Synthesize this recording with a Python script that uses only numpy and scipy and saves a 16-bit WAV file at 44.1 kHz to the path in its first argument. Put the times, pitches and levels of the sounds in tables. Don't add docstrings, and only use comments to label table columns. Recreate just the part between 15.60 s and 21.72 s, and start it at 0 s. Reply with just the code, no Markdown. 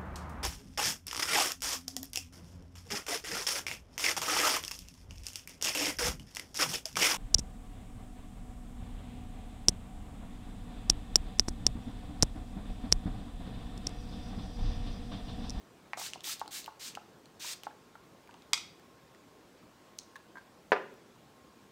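import sys
import numpy as np
from scipy import signal
from scipy.io import wavfile
from scipy.ndimage import uniform_filter1d

SR = 44100
rng = np.random.default_rng(int(sys.argv[2]) if len(sys.argv) > 2 else 0)


def unload_audio(sound):
    columns = np.transpose(np.atleast_2d(sound))
    steps = np.round(np.clip(columns, -1, 1) * 32767)
    wavfile.write(sys.argv[1], SR, steps.astype(np.int16))


def natural_amplitude(level_db):
    exponent = np.asarray(level_db, float) / 20
    return 10 ** exponent


N = 269719

# f/Hz, level/dB per Hz
HUSH_COLOUR = [(25, 3), (50, -6.5), (120, -3), (200, -0.5), (320, -0.5), (500, -3.5), (630, -6.5),
               (1000, -8.5), (2000, -16), (4000, -19.5), (8000, -24.5), (10000, -30), (15700, -31),
               (16000, -51)]
HUSH_DB = -59
WHINE_HZ, WHINE_DB = 1071, -73.5

# f/Hz, level/dB per Hz
FINGER_COLOUR = [(250, -27), (500, -7), (850, -0.5), (1500, -2.5), (2400, -1.5), (3100, -13), (5000, -18),
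                 (12000, -44)]
# t/s, level/dB
FINGER_BLOWS = [
    (.3337, -21.5),
]

# t/s, peak level/dB, ring f/Hz, upper mode relative level/dB
KNOCKS = [(0.3345, -37.5, 840, -3), (0.374, -32, 734, 0.5), (0.385, -38, 790, -3), (0.396, -34.5, 776, -2),
          (0.414, -33, 880, -5), (0.558, -35, 763, -20), (0.674, -40, 860, -10), (0.694, -37, 1310, -11),
          (0.815, -23, 869, -12), (0.824, -34, 910, -8), (0.878, -40, 830, 0), (1.079, -29.5, 904, -10),
          (1.088, -37.5, 865, -5), (1.373, -29.5, 820, 2), (1.846, -37.5, 980, 2), (2.035, -43.5, 835, -11),
          (2.11, -47, 1020, 4), (2.0686, -25.5, 850, -2.5), (2.692, -43, 965, 2.5), (2.743, -44, 920, -2)]
KNOCK_T60_S = 0.022

# f/Hz, level/dB per Hz
MIST_COLOUR = [(300, -52), (700, -11.5), (1300, -4.5), (2200, 0.5), (4000, 5.5), (6500, 3.5), (8500, 0.5),
               (10500, -9), (13500, -9), (15700, -11), (16000, -48)]
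# start t/s, push length/s, jet level/dB, run-down/s, fizz above 9 kHz relative level/dB
PRESSES = [
    (0.369, 0.099, -41.5, 0.061, 2.5),
    (0.635, 0.091, -39, 0.046, 6),
    (0.906, 0.079, -43, 0.073, 6.5),
    (1.193, 0.09, -44, 0.057, 2.5),
    (1.795, 0.14, -41, 0.015, 2),
]
# start t/s, length/s, hiss level/dB, run-down/s, fizz relative level/dB
REFILLS = [
    (0.534, 0.019, -53, .012, -8),
    (0.795, 0.017, -52, .01, -9),
    (1.35, 0.0072, -54, .01, -4),
    (2.035, 0.023, -57, .012, -7),
]
OPEN_DB, BUILD_SHARE, SHUT_DB = -12, 0.18, -23
FIZZ_FOLLOWS = 0.16

# t/s, peak level/dB, ring f/Hz, bright crack relative level/dB
PUMP_TICKS = [(0.398, -34, 7000, 5), (0.501, -37, 5870, -16), (0.5346, -25.5, 2860, -18),
              (0.6068, -35.5, 3590, -15), (0.6194, -49, 2900, -14), (0.634, -52, 3600, 6),
              (0.6429, -28, 3330, -14), (0.674, -49, 7040, 2), (0.694, -37, 7000, 2),
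              (0.7956, -33, 4300, -1), (0.861, -47, 3060, -16), (0.8785, -31, 4500, -15),
              (1.0434, -32, 4400, -17), (1.061, -35, 2870, 0), (1.0704, -49, 3290, -14),
              (1.342, -53, 2490, -14), (1.3519, -29.5, 2840, -11), (1.8454, -43, 5300, -2),
              (2.0347, -33, 3000, -3), (2.0434, -50, 2010, -14)]
# t/s, peak level/dB, ring f/Hz, bright crack relative level/dB
HAND_TICKS = [(1.6575, -40, 4340, -20), (2.6748, -48.5, 2310, -4), (2.7106, -47, 2700, -14),
              (2.7417, -45.5, 2900, -16), (2.8218, -46, 3780, -14), (3.1968, -53, 1770, -2),
              (3.548, -49, 1890, -14), (4.3847, -48, 3920, 10), (4.3884, -24.5, 6200, -26),
              (4.4024, -55, 5930, -14), (4.4114, -50, 4180, -14), (4.4165, -45, 3940, -14),
              (4.557, -42, 1850, -10), (4.5633, -38.5, 3930, -14), (4.7803, -56, 1970, -18),
              (5.34, -54, 2000, 3)]
TICK_CYCLES, CRACK_DB = 16.6, -3

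# t/s, peak level/dB, ring f/Hz, ring t60/s
BUMPS = [
    (2.353, -45, 1380, 0.034),
    (2.931, -27.5, 1700, 0.0062),
    (4.5575, -40, 1685, 0.031),
    (4.755, -44, 1590, 0.033),
    (5.315, -46.5, 404, 0.067),
    (4.770, -41, 1592, 0.037),
    (4.782, -41.5, 1580, 0.015),
]
RISE_SHARE, LOWER_DB = 0.046, -5

# f/Hz, level/dB per Hz
CAP_COLOUR = [(290, -56), (500, -27), (800, -6.5), (1450, -9), (1900, 0.5), (2800, 1.5), (3900, 3.5),
              (4800, 4.5), (6300, -0.5), (7800, -0.5), (10500, -14.5), (14500, -17), (16300, -44)]
# t/s, level/dB
CAP_BLOWS = [
    (2.9333, -6),
    (2.9342, -17),
    (2.9417, -37),
]
# f/Hz, level/dB, t60/s
CAP_MODES = [(1070, -38, 0.061), (2000, -32, 0.037), (2900, -23, 0.013), (3920, -22, 0.017),
             (4770, -26.5, 0.043), (6000, -26, 0.015), (7100, -32, 0.0096)]

# f/Hz, level/dB per Hz
TABLE_COLOUR = [(60, -53), (100, -22), (200, -14), (310, -19.5), (400, 0), (800, -3.5), (1100, -7.5),
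                (1500, -10), (2000, -13), (2600, -15), (3300, -27), (4600, -27.5), (6000, -38),
                (12000, -60)]
# t/s, level/dB
TABLE_BLOWS = [
    (5.1195, -6.5),
    (5.1294, -18),
]
# f/Hz, level/dB, t60/s
TABLE_MODES = [(388.4, -20, 0.11), (590, -35, 0.086), (745, -26, 0.09), (1000, -18.5, 0.039),
               (1200, -33.5, 0.15), (1250, -47, .1), (1580, -42, 0.1), (1714, -29, 0.067),
               (2230, -34, 0.053), (2640, -57, 0.043), (4800, -42, 0.051)]

# f/Hz, t60/s
ROOM_DECAY = [(250, 0.72), (700, 0.37), (2000, 0.47), (5000, 0.42), (9000, 0.26), (16000, 0.31)]
# delay t/s, level/dB
ECHOES = [
    (.0075, -14.5),
    (.017, -30.5),
    (.042, -21.5),
]


def evened(x):
    return x / np.sqrt(np.mean(x ** 2) + 1e-20)


def read(points, hz):
    f, value = np.transpose(points)
    return np.interp(np.log(hz + 1), np.log(f + 1), value)


def add(mix, s, sound):
    part = mix[round(s * SR):][:len(sound)]
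    part += sound[:len(part)]


def noise(spectrum, patchy_db, size):
    frames, hz = 4 * N // size + 5, np.fft.rfftfreq(size, 1 / SR)
    real, imaginary, patches = rng.standard_normal((frames, len(hz), 3)).T
    patches = uniform_filter1d(patches, size=8, axis=0)
    patches = evened(uniform_filter1d(patches, size=8, axis=1))
    gain = natural_amplitude(read(spectrum, hz)[:, None] + patchy_db * patches)
    z = (real + 1j * imaginary) * gain
    return evened(signal.istft(z, nperseg=size, noverlap=3 * size // 4)[1][:N])


def ring(hz, t60, rise):
    t = np.arange(SR // 4) / SR
    decay = natural_amplitude(-60 * t / max(t60, .001))
    return decay * np.sin(2 * np.pi * hz * t) * (1 - np.exp(-t / rise))


def crack(low_hz, high_hz, t60):
    t = np.arange(SR // 4) / SR
    puff = natural_amplitude(-19) * rng.standard_normal(len(t)) * natural_amplitude(-60 * t / t60) + (t == 0)
    band = signal.butter(2, [low_hz, min(high_hz, .45 * SR)], "band", fs=SR, output="sos")
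    burst = signal.sosfilt(band, puff)
    return burst / abs(burst).max()


def causal(spectrum):
    hz = abs(np.fft.fftfreq(4096, 1 / SR))
    log_gain = np.log(natural_amplitude(read(spectrum, hz)))
    phase = -signal.hilbert(log_gain).imag
    taps = np.fft.ifft(np.exp(log_gain + 1j * phase)).real[:2048]
    return taps / abs(taps).max()


def struck(colour, blows, chatter_db, chatter_t60, contact_s):
    drive, t = np.zeros(N), np.arange(SR // 4) / SR
    push = t * np.exp(-t / contact_s) + 1e-12 * (t == 0)
    for s, blow_db in blows:
        chatter = natural_amplitude(chatter_db - 60 * t / chatter_t60) * rng.standard_normal(len(t))
        add(drive, s, natural_amplitude(blow_db) * (chatter + push / push.sum()))
    return signal.oaconvolve(drive, causal(colour))[:N]


def hush():
    t = np.arange(N) / SR
    r = np.exp(-np.pi * 3 / SR)
    waver = 1 + 0.43 * evened(signal.lfilter([1 - r], [1, -r], rng.standard_normal(N)))
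    whine = evened(waver * np.sin(2 * np.pi * WHINE_HZ * t))
    air = noise(HUSH_COLOUR, patchy_db=1.46, size=1024)
    return natural_amplitude(HUSH_DB) * air + natural_amplitude(WHINE_DB) * whine


def finger():
    return struck(FINGER_COLOUR, FINGER_BLOWS, chatter_db=-24.5, chatter_t60=0.023, contact_s=.00001)


def knocks():
    out = np.zeros(N)
    for s, db, hz, upper_db in KNOCKS:
        low = ring(hz, KNOCK_T60_S, 0.00057)
        upper = natural_amplitude(upper_db) * ring(1.54 * hz, .5 * KNOCK_T60_S, 0.00095)
        middle = natural_amplitude(-7.5) * ring(1.238 * hz, 1.18 * KNOCK_T60_S, 0.00055)
        add(out, s, natural_amplitude(db + 1.5) * (low + upper + middle))
    return out


def spray():
    t, level, fizz = np.arange(N) / SR, np.zeros(N), np.zeros(N)
    for s, push, db, fall, fizz_db in PRESSES + REFILLS:
        inside = (t > s) & (t < s + push + 2 * fall)
        u = t[inside] - s
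        opening_db = OPEN_DB * np.exp(-u / (BUILD_SHARE * push))
        closing_db = SHUT_DB * (np.maximum(u - push, 0) / fall) ** 1.03
        pressure_db = opening_db + closing_db
        level[inside] += natural_amplitude(db + pressure_db) * np.minimum(u / .003, 1)
        fizz[inside] = natural_amplitude(fizz_db + FIZZ_FOLLOWS * pressure_db)
    droplets = natural_amplitude(0.46 * evened(uniform_filter1d(rng.standard_normal(N), size=30)))
    mist = evened(noise(MIST_COLOUR, patchy_db=1.1, size=256) * droplets)
    top = signal.sosfiltfilt(signal.butter(4, 9500, "high", fs=SR, output="sos"), mist)
    return level * (mist + (fizz - 1) * top)


def ticks():
    out = np.zeros(N)
    for s, db, hz, bright_db in PUMP_TICKS + HAND_TICKS:
        body = ring(hz, TICK_CYCLES / hz, 0.000067)
        wide = natural_amplitude(CRACK_DB) * crack(3720, 7600, 0.011)
        bright = natural_amplitude(bright_db) * crack(10500, 17300, 0.006)
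        add(out, s, natural_amplitude(db + 1.5) * (body + wide + bright))
    return out


def bumps():
    out = np.zeros(N)
    for s, db, hz, t60 in BUMPS:
        rise = RISE_SHARE * t60
        body = ring(hz, t60, rise) + natural_amplitude(LOWER_DB) * ring(0.637 * hz, 1.23 * t60, rise)
        grip = 1 + 0.4 * evened(uniform_filter1d(rng.standard_normal(len(body)), size=40))
        add(out, s, natural_amplitude(db + 4) * body * grip)
    return out


def cap():
    out = struck(CAP_COLOUR, CAP_BLOWS, chatter_db=-18, chatter_t60=0.018, contact_s=.00001)
    shell = sum(natural_amplitude(db) * ring(hz, t60, 0.0006) for hz, db, t60 in CAP_MODES)
    add(out, CAP_BLOWS[0][0], shell)
    return out


def table():
    out = struck(TABLE_COLOUR, TABLE_BLOWS, chatter_db=-20, chatter_t60=0.04, contact_s=.00006)
    wood = sum(natural_amplitude(db) * ring(hz, t60, 0.00062) for hz, db, t60 in TABLE_MODES)
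    add(out, TABLE_BLOWS[0][0], wood)
    return out


def room(x, tail_db):
    taps = np.zeros(SR)
    at = np.arange(160, SR - 20, 20)
    taps[at + rng.integers(0, 20, len(at))] = rng.choice([-1., 1.], len(at))
    hz, t, z = signal.stft(taps, SR, nperseg=256)
    decay = natural_amplitude(-60 * t / read(ROOM_DECAY, hz)[:, None])
    tail = signal.istft(z * decay, SR, nperseg=256)[1]
    tail = natural_amplitude(tail_db) * tail / np.linalg.norm(tail)
    smear = rng.standard_normal((len(ECHOES), 800)) * natural_amplitude(-60 * np.arange(800) / SR / 0.023)
    dull = signal.lfilter(*signal.butter(2, 7000, fs=SR), smear)
    for (s, db), echo in zip(ECHOES, dull):
        add(tail, s, natural_amplitude(db) * echo / np.linalg.norm(echo))
    return signal.fftconvolve(x, tail)[:N]


def scene():
    small = signal.butter(2, 280, "high", fs=SR, output="sos")
    near = signal.sosfilt(small, finger() + knocks() + spray() + ticks() + bumps())
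    far = signal.sosfilt(small, cap() + table())
    reverb = room(natural_amplitude(-3.0) * near + far, tail_db=-10.0)
    return (near + far + reverb + hush())[None]


def band_limit(x):
    return signal.sosfilt(signal.butter(12, 16650, fs=SR, output="sos"), x)


def record(dry):
    thin = signal.sosfilt(signal.butter(2, 70, "high", fs=SR, output="sos"), dry)
    edge = signal.firwin(255, 16500, fs=SR)
    mix = signal.oaconvolve(thin, edge[None], "same")
    return band_limit(mix)


dry = scene()
out = record(dry)
unload_audio(out)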